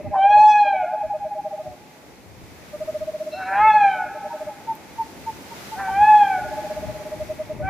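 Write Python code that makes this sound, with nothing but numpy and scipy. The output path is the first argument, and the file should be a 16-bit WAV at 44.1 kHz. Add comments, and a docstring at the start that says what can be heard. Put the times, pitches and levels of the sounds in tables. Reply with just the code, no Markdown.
"""An owl wails up and down, hoarse at the start, over a low trill near 620 Hz in a wood at night;
the trees answer for a second or two. Short, almost pure toots sit higher, most of them near 850 Hz.
The voices are sums of gliding sines, straight ahead of a hand-held camera; the trees are decaying
noise echoes. A thin distant screech and a few dry ticks pass, while wind buffets the two
microphone ports over rustling leaves and distant night noise, all shaped from random noise."""
import sys
import numpy as np
from scipy import signal
from scipy.fft import rfft, irfft, next_fast_len
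from scipy.io import wavfile
from scipy.ndimage import uniform_filter1d, minimum_filter1d

SR = 44100
rng = np.random.default_rng(int(sys.argv[2]) if len(sys.argv) > 2 else 0)


def int16_out(signal):
    """Quantize to a 16-bit WAV file."""
    q = np.round(np.clip(np.atleast_2d(signal).T, -1, 1) * 32767)
    wavfile.write(sys.argv[1], SR, q.astype(np.int16))


N = 339129  # samples


def undb(db):
    """Decibels to amplitude gain."""
    return 10 ** (np.asarray(db) / 20)


def curve(table):
    """Columns of a table, joined by straight lines over the times in its first column."""
    s, *columns = np.transpose(table)
    return [np.interp(np.arange(N) / SR, s, c) for c in columns]


def walk(rate):
    """Random levels held for 1 / rate seconds and smoothed twice; spread near 1."""
    hold = int(SR / rate)
    steps = np.repeat(rng.standard_normal(N // hold + 1), hold)
    return 1.36 * uniform_filter1d(uniform_filter1d(steps, hold), hold)[:N]


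def bump(centre, length, flat):
    """Sample range and rounded swell, above half height for length seconds; a larger flat squares it."""
    first = max(int((centre - 2 * length) * SR), 0)
    last = min(int((centre + 2 * length) * SR), N)
    i = np.arange(first, last)
    return i, np.exp(-np.log(2) * np.abs(2 * (i / SR - centre) / length) ** flat)


def roughness():
    """Levels over time of the throb, the rasp and the period doubling in the wailing voice."""
    # hoarse stretches: centre_s, length_s, quarter-pitch throb_db, irregular rasp_db (both relative)
    rasps = [(0.155, 0.036, -18.5, -7), (3.41, .08, -22, -15), (3.483, 0.046, -10, -20),
             (3.539, .05, -7.5, -9), (3.585, 0.033, -12.5, -29), (5.802, 0.041, -9.5, -7.5),
             (5.872, 0.073, -21, -22), (7.644, 0.039, -26, -20)]
    # stretches where the period doubles: centre_s, length_s, level_db of the 1.5 x partial before its trim
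    doublings = [(3.655, 0.098, -21), (3.768, .06, -43), (5.89, 0.17, -45), (6.15, .3, -51),
                 (7.69, .03, -40)]
    throb, rasp, doubled = np.zeros((3, N))
    for s, length, throb_db, rasp_db in rasps:
        i, swell = bump(s, length, flat=4.5)
        throb[i] += undb(throb_db) * swell
        rasp[i] += undb(rasp_db) * swell
    for s, length, db in doublings:
        i, swell = bump(s, length, flat=5.)
        doubled[i] += undb(db) * swell
    return throb, rasp, doubled


def wails():
    """A near-sine voice whose overtones grow with effort; partials flicker apart, throb, rasp or double."""
    # one table a wail: time_s, pitch_hz, relative fundamental_db, effort_db relative to full voice
    calls = [
        [(0.1, 814, -56.5, -90), (0.136, 817, -25, -75), (0.165, 764, -20.5, -30), (0.19, 767, -14.5, -10),
         (0.316, 831, -11, -3.5), (0.44, 852.2, -4.5, 1), (0.52, 846, -8, 0), (0.6, 830, -15, -3),
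         (0.702, 801.4, -21.5, -6), (0.824, 725, -25, -18), (0.876, 705, -31.5, -30), (0.95, 770, -33, -60)],
        [(3.33, 690, -41, -80), (3.385, 771, -32, -55), (3.436, 740.5, -34, -27), (3.552, 790, -22, -17),
         (3.632, 863, -11.5, -8), (3.685, 875, -14, -3), (3.71, 852, -16, -1), (3.76, 851.3, -13, -3),
         (3.858, 799, -14.5, -3), (3.942, 757, -28, -10), (4.03, 735, -33, -20), (4.075, 714, -39, -80)],
        [(5.75, 724, -45.5, -75), (5.804, 800, -27.5, -28), (5.856, 762.6, -29, -19), (5.938, 773, -25, -15),
         (6.036, 843, -10, -4.5), (6.078, 856, -10.5, -2.5), (6.15, 844, -9.5, -2), (6.19, 834, -10.5, -5),
         (6.26, 795.4, -20, -11), (6.392, 730, -25.5, -22), (6.455, 718, -50, -70)],
        [(7.615, 705, -46, -90), (7.644, 762, -31, -22), (7.69, 773, -23.5, -12)],
    ]
    # each wail faces its own way: second_db (gain of the second partial), dull_db per multiple above the third
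    facing = [(-3.5, 0), (2.5, -1.5), (2.5, -2.2), (4, -4)]
    # overtones: multiple of the pitch, level_db at full voice, db lost per db of effort
    upper = [(2, -30.5, .3), (3, -31.5, .75), (4, -43, .95), (5, -49, 1.5), (6, -58, 3.0), (7, -56, 3.0),
             (8, -64, 3.8), (9, -61, 3.8), (10, -68, 3.8)]
    # period doubling: multiple of the pitch, level_db relative to the doubling level
    halves = [(.5, -23.5), (1.5, -2), (2.5, -7.5), (3.5, -35.5)]
    throb, rasp, doubled = roughness()
    clear, hoarse, t = 0, 0, np.arange(N) / SR
    multiples = [1] + [row[0] for row in [*upper, *halves]]
    # higher partials flicker more deeply
    flicker = {k: undb(min(0.78 * k ** 1.32, 4.5) * walk(45)) for k in multiples}
    for table, (second_db, dull_db) in zip(calls, facing):
        hz, first_db, effort_db = curve(table)
        wavering_hz = uniform_filter1d(hz, size=900) * (1 + .003 * walk(70))
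        turn = 2 * np.pi * np.cumsum(wavering_hz) / SR
        parts = [(1, undb(first_db))]
        for k, db, loss in upper:
            facing_db = max(k - 3, 0) * dull_db + (k == 2) * second_db
            parts.append((k, undb(db + loss * effort_db + facing_db)))
        parts += [(k, undb(db) * doubled) for k, db in halves]
        # 10 ms ramps at both ends
        on = np.clip(np.minimum(t - table[0][0], table[-1][0] + .01 - t) / .01, 0, 1)
        waves = [on * size * flicker[k] * np.sin(k * turn) for k, size in parts]
        clear = clear + sum(waves)
        # uneven cycles put side lines a quarter of the pitch apart and noise around the low partials
        uneven = np.sin(turn / 4 + 1.8 * walk(30)) + 0.56 * np.sin(turn / 2)
        shake = throb * uneven + rasp * walk(600.)
        hoarse = hoarse + shake * (waves[0] + undb(5) * waves[1] + undb(4) * waves[2])
    # the throat passes little below the fundamental
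    throat = signal.butter(3, 850., "high", fs=SR, output="sos")
    return np.sqrt(2) * (clear + 2 * signal.sosfilt(throat, hoarse))


def add(out, s, hz, db, length, flat, fade, sag, octave_db):
    """Add one short note with a weak octave; its pitch arches with the swell and sags with time."""
    i, swell = bump(s, length, flat)
    late = (i / SR - s) / length
    swell = swell * np.clip(1 - fade * late, 0, None)
    note_hz = hz * (1 + 0.021 * (swell - .8) - sag * late)
    turn = 2 * np.pi * np.cumsum(note_hz) / SR
    out[i] += undb(db) * swell * (np.sin(turn) + undb(octave_db) * np.sin(2 * turn))


def toots():
    """Trill notes keep a faint octave; the higher toots peak early and die more slowly."""
    # the low trill, one row a phrase: nominal pitch_hz, notes as (centre_s, level_db)
    trills = [ (615, [(.004, -29), (.059, -28), (.125, -26.5), (.189, -26), (.251, -24.5), (.315, -26),
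              (.377, -22.5), (.435, -26), (.497, -41)]), (626.8, [(.667, -22.5), (.75, -20.5),
              (.843, -19.5), (.943, -20.5), (1.049, -20.5), (1.155, -21), (1.264, -22.5), (1.369, -26),
              (1.468, -23), (1.543, -24), (1.606, -25.5), (1.672, -28.5), (1.729, -37.5)]),
              (620, [(2.748, -26.5), (2.822, -21.5), (2.893, -20), (2.959, -20.5), (3.026, -21.5),
              (3.089, -20.5), (3.153, -22), (3.217, -21), (3.279, -22.5), (3.339, -25), (3.397, -36)]),
              (615, [(3.519, -35), (3.57, -32.5), (3.658, -27), (3.752, -29.5), (3.853, -33.5),
              (3.966, -31), (4.068, -32), (4.162, -29.5), (4.262, -27.5), (4.351, -25.5), (4.42, -24),
              (4.482, -24.5)]), (618.4, [(6.39, -30.5), (6.461, -27.5), (6.527, -26.5), (6.588, -24),
              (6.653, -25.5), (6.715, -23), (6.777, -24), (6.84, -25), (6.899, -25.5), (6.958, -28.5),
              (7.013, -30), (7.069, -28.5), (7.132, -24), (7.217, -22.5), (7.311, -21.5), (7.409, -21),
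              (7.512, -23), (7.613, -24)]), ]
    # higher toots: nominal centre_s, nominal pitch_hz, level_db, length_s at half height before the fade
    high_toots = [(0.07, 802, -32.5, 0.023), (1.012, 822, -22.5, 0.047), (1.119, 817.5, -20.5, 0.037),
                  (1.229, 809.7, -23, 0.043), (1.322, 816, -22.5, 0.03), (1.39, 812.5, -23, 0.032),
                  (1.456, 804, -26, 0.034), (1.518, 800, -27.5, 0.021), (1.581, 801, -28.5, 0.018),
                  (1.69, 732, -37.5, 0.1), (4.185, 848, -33, 0.023), (4.252, 837, -29.5, 0.017),
                  (4.32, 927, -29, 0.037), (4.498, 852, -31.5, 0.031), (4.703, 896, -19.5, 0.045),
                  (5.007, 900, -18.5, 0.039), (5.285, 895, -21.5, 0.035), (5.522, 916, -33, 0.025),
                  (5.735, 876, -27, 0.035), (5.889, 882, -21, 0.023)]
    # notes lengthen when the trill slows; soft notes and the first and last of a phrase go flat
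    base_length_s, longer_per_gap = .021, .075
    flat_hz_per_db, edge_flat_hz = 0.9, 11
    out = np.zeros(N)
    for phrase_hz, notes in trills:
        s, db = np.transpose(notes)
        hz = phrase_hz + flat_hz_per_db * (db - db.max())
        hz[[0, -1]] -= edge_flat_hz
        length = base_length_s + longer_per_gap * np.gradient(s)
        for k, chance in enumerate(rng.standard_normal((len(s), 2))):
            add(out, s[k], hz[k] + 3. * chance[0], db[k], length[k], 2.8,
                fade=0, sag=.0094, octave_db=-32 + 3.5 * chance[1])
    for s, hz, db, length in high_toots:
        add(out, s + .0045, hz, db, length, 2.7, fade=.5, sag=0.0315, octave_db=-44.5)
    return out


def screech():
    """A thin distant screech: steady bright partials with a breathy edge, sudden and then fading."""
    # onset_s, relative level_db, fade_db per s
    onset_s, level_db, fade_db = (3.322, -53, 70)
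    # partials: pitch_hz, breath_hz (half the rate of its random level), relative level_db
    partials = [(1370, 30, 4), (2680, 40, 3), (3860, 44, -2), (4000, 65, -5.5), (4170, 71, -2.5),
                (5250, 130, -10)]
    t = np.arange(N) / SR
    tones = 0
    for hz, breath_hz, db in partials:
        breath = 1 + 1.1 * walk(2 * breath_hz)
        tones = tones + undb(db) * breath * np.sin(2 * np.pi * hz * t)
    onset = np.clip((t - onset_s) / .006 + 1, 0, 1)
    return np.sqrt(2) * onset * undb(level_db - fade_db * (t - onset_s)) * tones


def ticks():
    """Small dry ticks close by: bursts of treble that decay in under a millisecond."""
    # start_s, level_db
    clicks = [(4.7406, -44), (4.753, -32), (4.764, -39)]
    out = np.zeros(N)
    i = np.arange(200)
    for s, db in clicks:
        # differencing the noise twice leaves mostly treble
        treble = np.diff(rng.standard_normal(202), 2) / 2
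        out[int(s * SR) + i] += undb(db) * treble * np.exp(-i / SR / 0.00059)
    return out


def trees(x, t60_s, gap_s, damp_hz, sway):
    """Scattered echoes from trunks, duller than the call; swaying boughs trade one pattern for another."""
    t = np.arange(2 * SR) / SR
    # 60 dB down after t60_s, building up over gap_s
    fade = np.exp(-np.log(1000) * t / t60_s) * np.clip(t / gap_s, 0, 1)
    # energy near 1 before the damping
    echoes = rng.standard_normal((2, len(t))) * fade / np.sqrt(np.sum(fade ** 2))
    tails = signal.lfilter(*signal.butter(2, damp_hz, fs=SR), echoes)
    one, other = signal.fftconvolve(x[None], tails, axes=1)[:, :N]
    mix = sway * walk(9)  # radians
    return np.cos(mix) * one + np.sin(mix) * other


def hush(colour, lo_hz, hi_hz, flicker_db, rate):
    """Coloured noise, rms 1 between lo_hz and hi_hz before its octaves flicker independently."""
    size = next_fast_len(N)
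    f = np.maximum(np.arange(size // 2 + 1) * SR / size, 1)
    hz, db = np.transpose(colour)
    tilt = undb(np.interp(np.log(f), np.log(hz), db, left=-90))
    spec = rfft(rng.standard_normal(size)) * tilt
    inside = (f > lo_hz) & (f < hi_hz)
    spec /= np.sqrt(2 * np.sum(np.abs(spec[inside]) ** 2)) / size
    octave = np.log2(f / 20)
    out = 0
    for k in range(int(np.log2(hz[0] / 20)), 11):
        # overlapping triangular octave bands
        band = irfft(spec * np.clip(1 - np.abs(octave - k), 0, 1), size)[:N]
        out = out + undb(flicker_db * walk(rate)) * band
    return out


def night():
    """Wind and leaves differ at the two ports; the distant noise is partly shared."""
    # time_s, steady wind_db on the ports before port gains, distant noise_db, leaves_db
    levels = [(0, -55, -46.5, -65), (.13, -53.5, -48.5, -66), (.26, -60.5, -62, -66.5),
              (.36, -61.5, -52.5, -65), (1, -61, -54.5, -65.5), (1.5, -62, -52.5, -64),
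              (2.3, -57, -52, -63), (2.85, -50, -49, -57.5), (3.15, -60, -50, -59.5),
              (3.7, -50, -47.5, -59), (4.2, -60.5, -49.5, -60), (5.05, -54, -48.5, -58.5),
              (5.65, -54, -46, -53), (6, -49, -46.5, -54.5), (6.7, -48, -45, -54),
              (7.45, -46.5, -46.5, -58.5), (7.69, -42.5, -43.5, -63.5)]
    # gusts that thump the ports: centre_s, length_s, rise_db above the steady wind
    gusts = [(0.082, 0.079, 16), (0.381, .12, 15.5), (.82, .06, 8), (1.06, 0.059, 15), (1.22, .08, 9),
             (1.69, 0.081, 15.5), (3.03, .06, 10), (3.62, .14, 11), (5.8, 0.069, 8.5), (5.992, 0.11, 10),
             (6.88, .08, 9.5), (7.65, .06, 11)]
    # noise colours: frequency_hz, relative density_db per Hz
    wind_colour, far_colour, leaf_colour = [(20, -16), (45, -12.5), (70, -2), (110, -4), (200, -9.5),
                                            (400, -19), (800, -47.5), (1600, -80)], [(60, -13), (150, 0), (300, 3), (500, -1.5),
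                                                          (900, -6.5), (1500, -24), (2000, -10),
                                                          (2600, -14.5), (2900, -31), (5000, -34.5),
                                                          (9000, -48.5)], [(500, 10.5), (1500, 12.5), (3000, 7),
                                                                       (6500, 4.5), (8500, -1.5),
                                                                       (12000, 0.5), (15500, -4.5)]
    wind_db, far_db, leaves_db = curve(levels)
    buffet_db = 2.5 * walk(14)
    for s, length, db in gusts:
        i, swell = bump(s, length, flat=2.5)
        buffet_db[i] += db * swell
    # gusty on both ports, each with its own flutter
    wind = np.array([undb(buffet_db + 1.3 * walk(20)) * hush(wind_colour, 25, 130, 2.5, 9) for _ in range(2)])
    wind = wind * undb([[1.5], [-1.8]])
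    rustle = np.array([hush(leaf_colour, 9000, 13600, 0.56, 16) for _ in range(2)])
    leaves = undb(0.63 * walk(8)) * rustle
    mid = hush(far_colour, 240, 480, 1.2, 8.8)
    side = hush(far_colour, 200, 480, 1.2, 8)
    far = mid + undb(-10) * side * np.array([[1], [-1]])
    return undb(wind_db) * wind + undb(far_db) * far + undb(leaves_db) * leaves


def scene():
    """The birds sit in the centre; the wails fill the wood more than the toots do."""
    wail, toot = wails() + screech(), toots()
    # nearby twigs scatter the short waves of the overtones more than the fundamental
    overtones = signal.sosfilt(signal.butter(2, 1300., "high", fs=SR, output="sos"), wail)
    scattered = wail + undb(-3) * overtones
    near = trees(undb(-8.5) * scattered + undb(-20.5) * toot, t60_s=0.32, gap_s=.02, damp_hz=9000, sway=1.06)
    far = trees(undb(-14.5) * wail + undb(-26) * toot, t60_s=2.28, gap_s=.08, damp_hz=2770, sway=2.25)
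    return undb(0.31) * wail + toot + near + far + ticks() + night()


def record(dry):
    """A limiter turns both channels down around the loudest peaks; the camera cuts the top."""
    ceiling, top_hz = .62, 15500
    room = np.minimum(1, ceiling / (np.abs(dry).max(axis=0) + 1e-9))
    span = int(.012 * SR)  # 12 ms smoothing
    gain = uniform_filter1d(minimum_filter1d(room, 2 * span), span)
    return signal.sosfilt(signal.ellip(12, .2, 90, top_hz, fs=SR, output="sos"), dry * gain)


dry = scene()
out = record(dry)
int16_out(out)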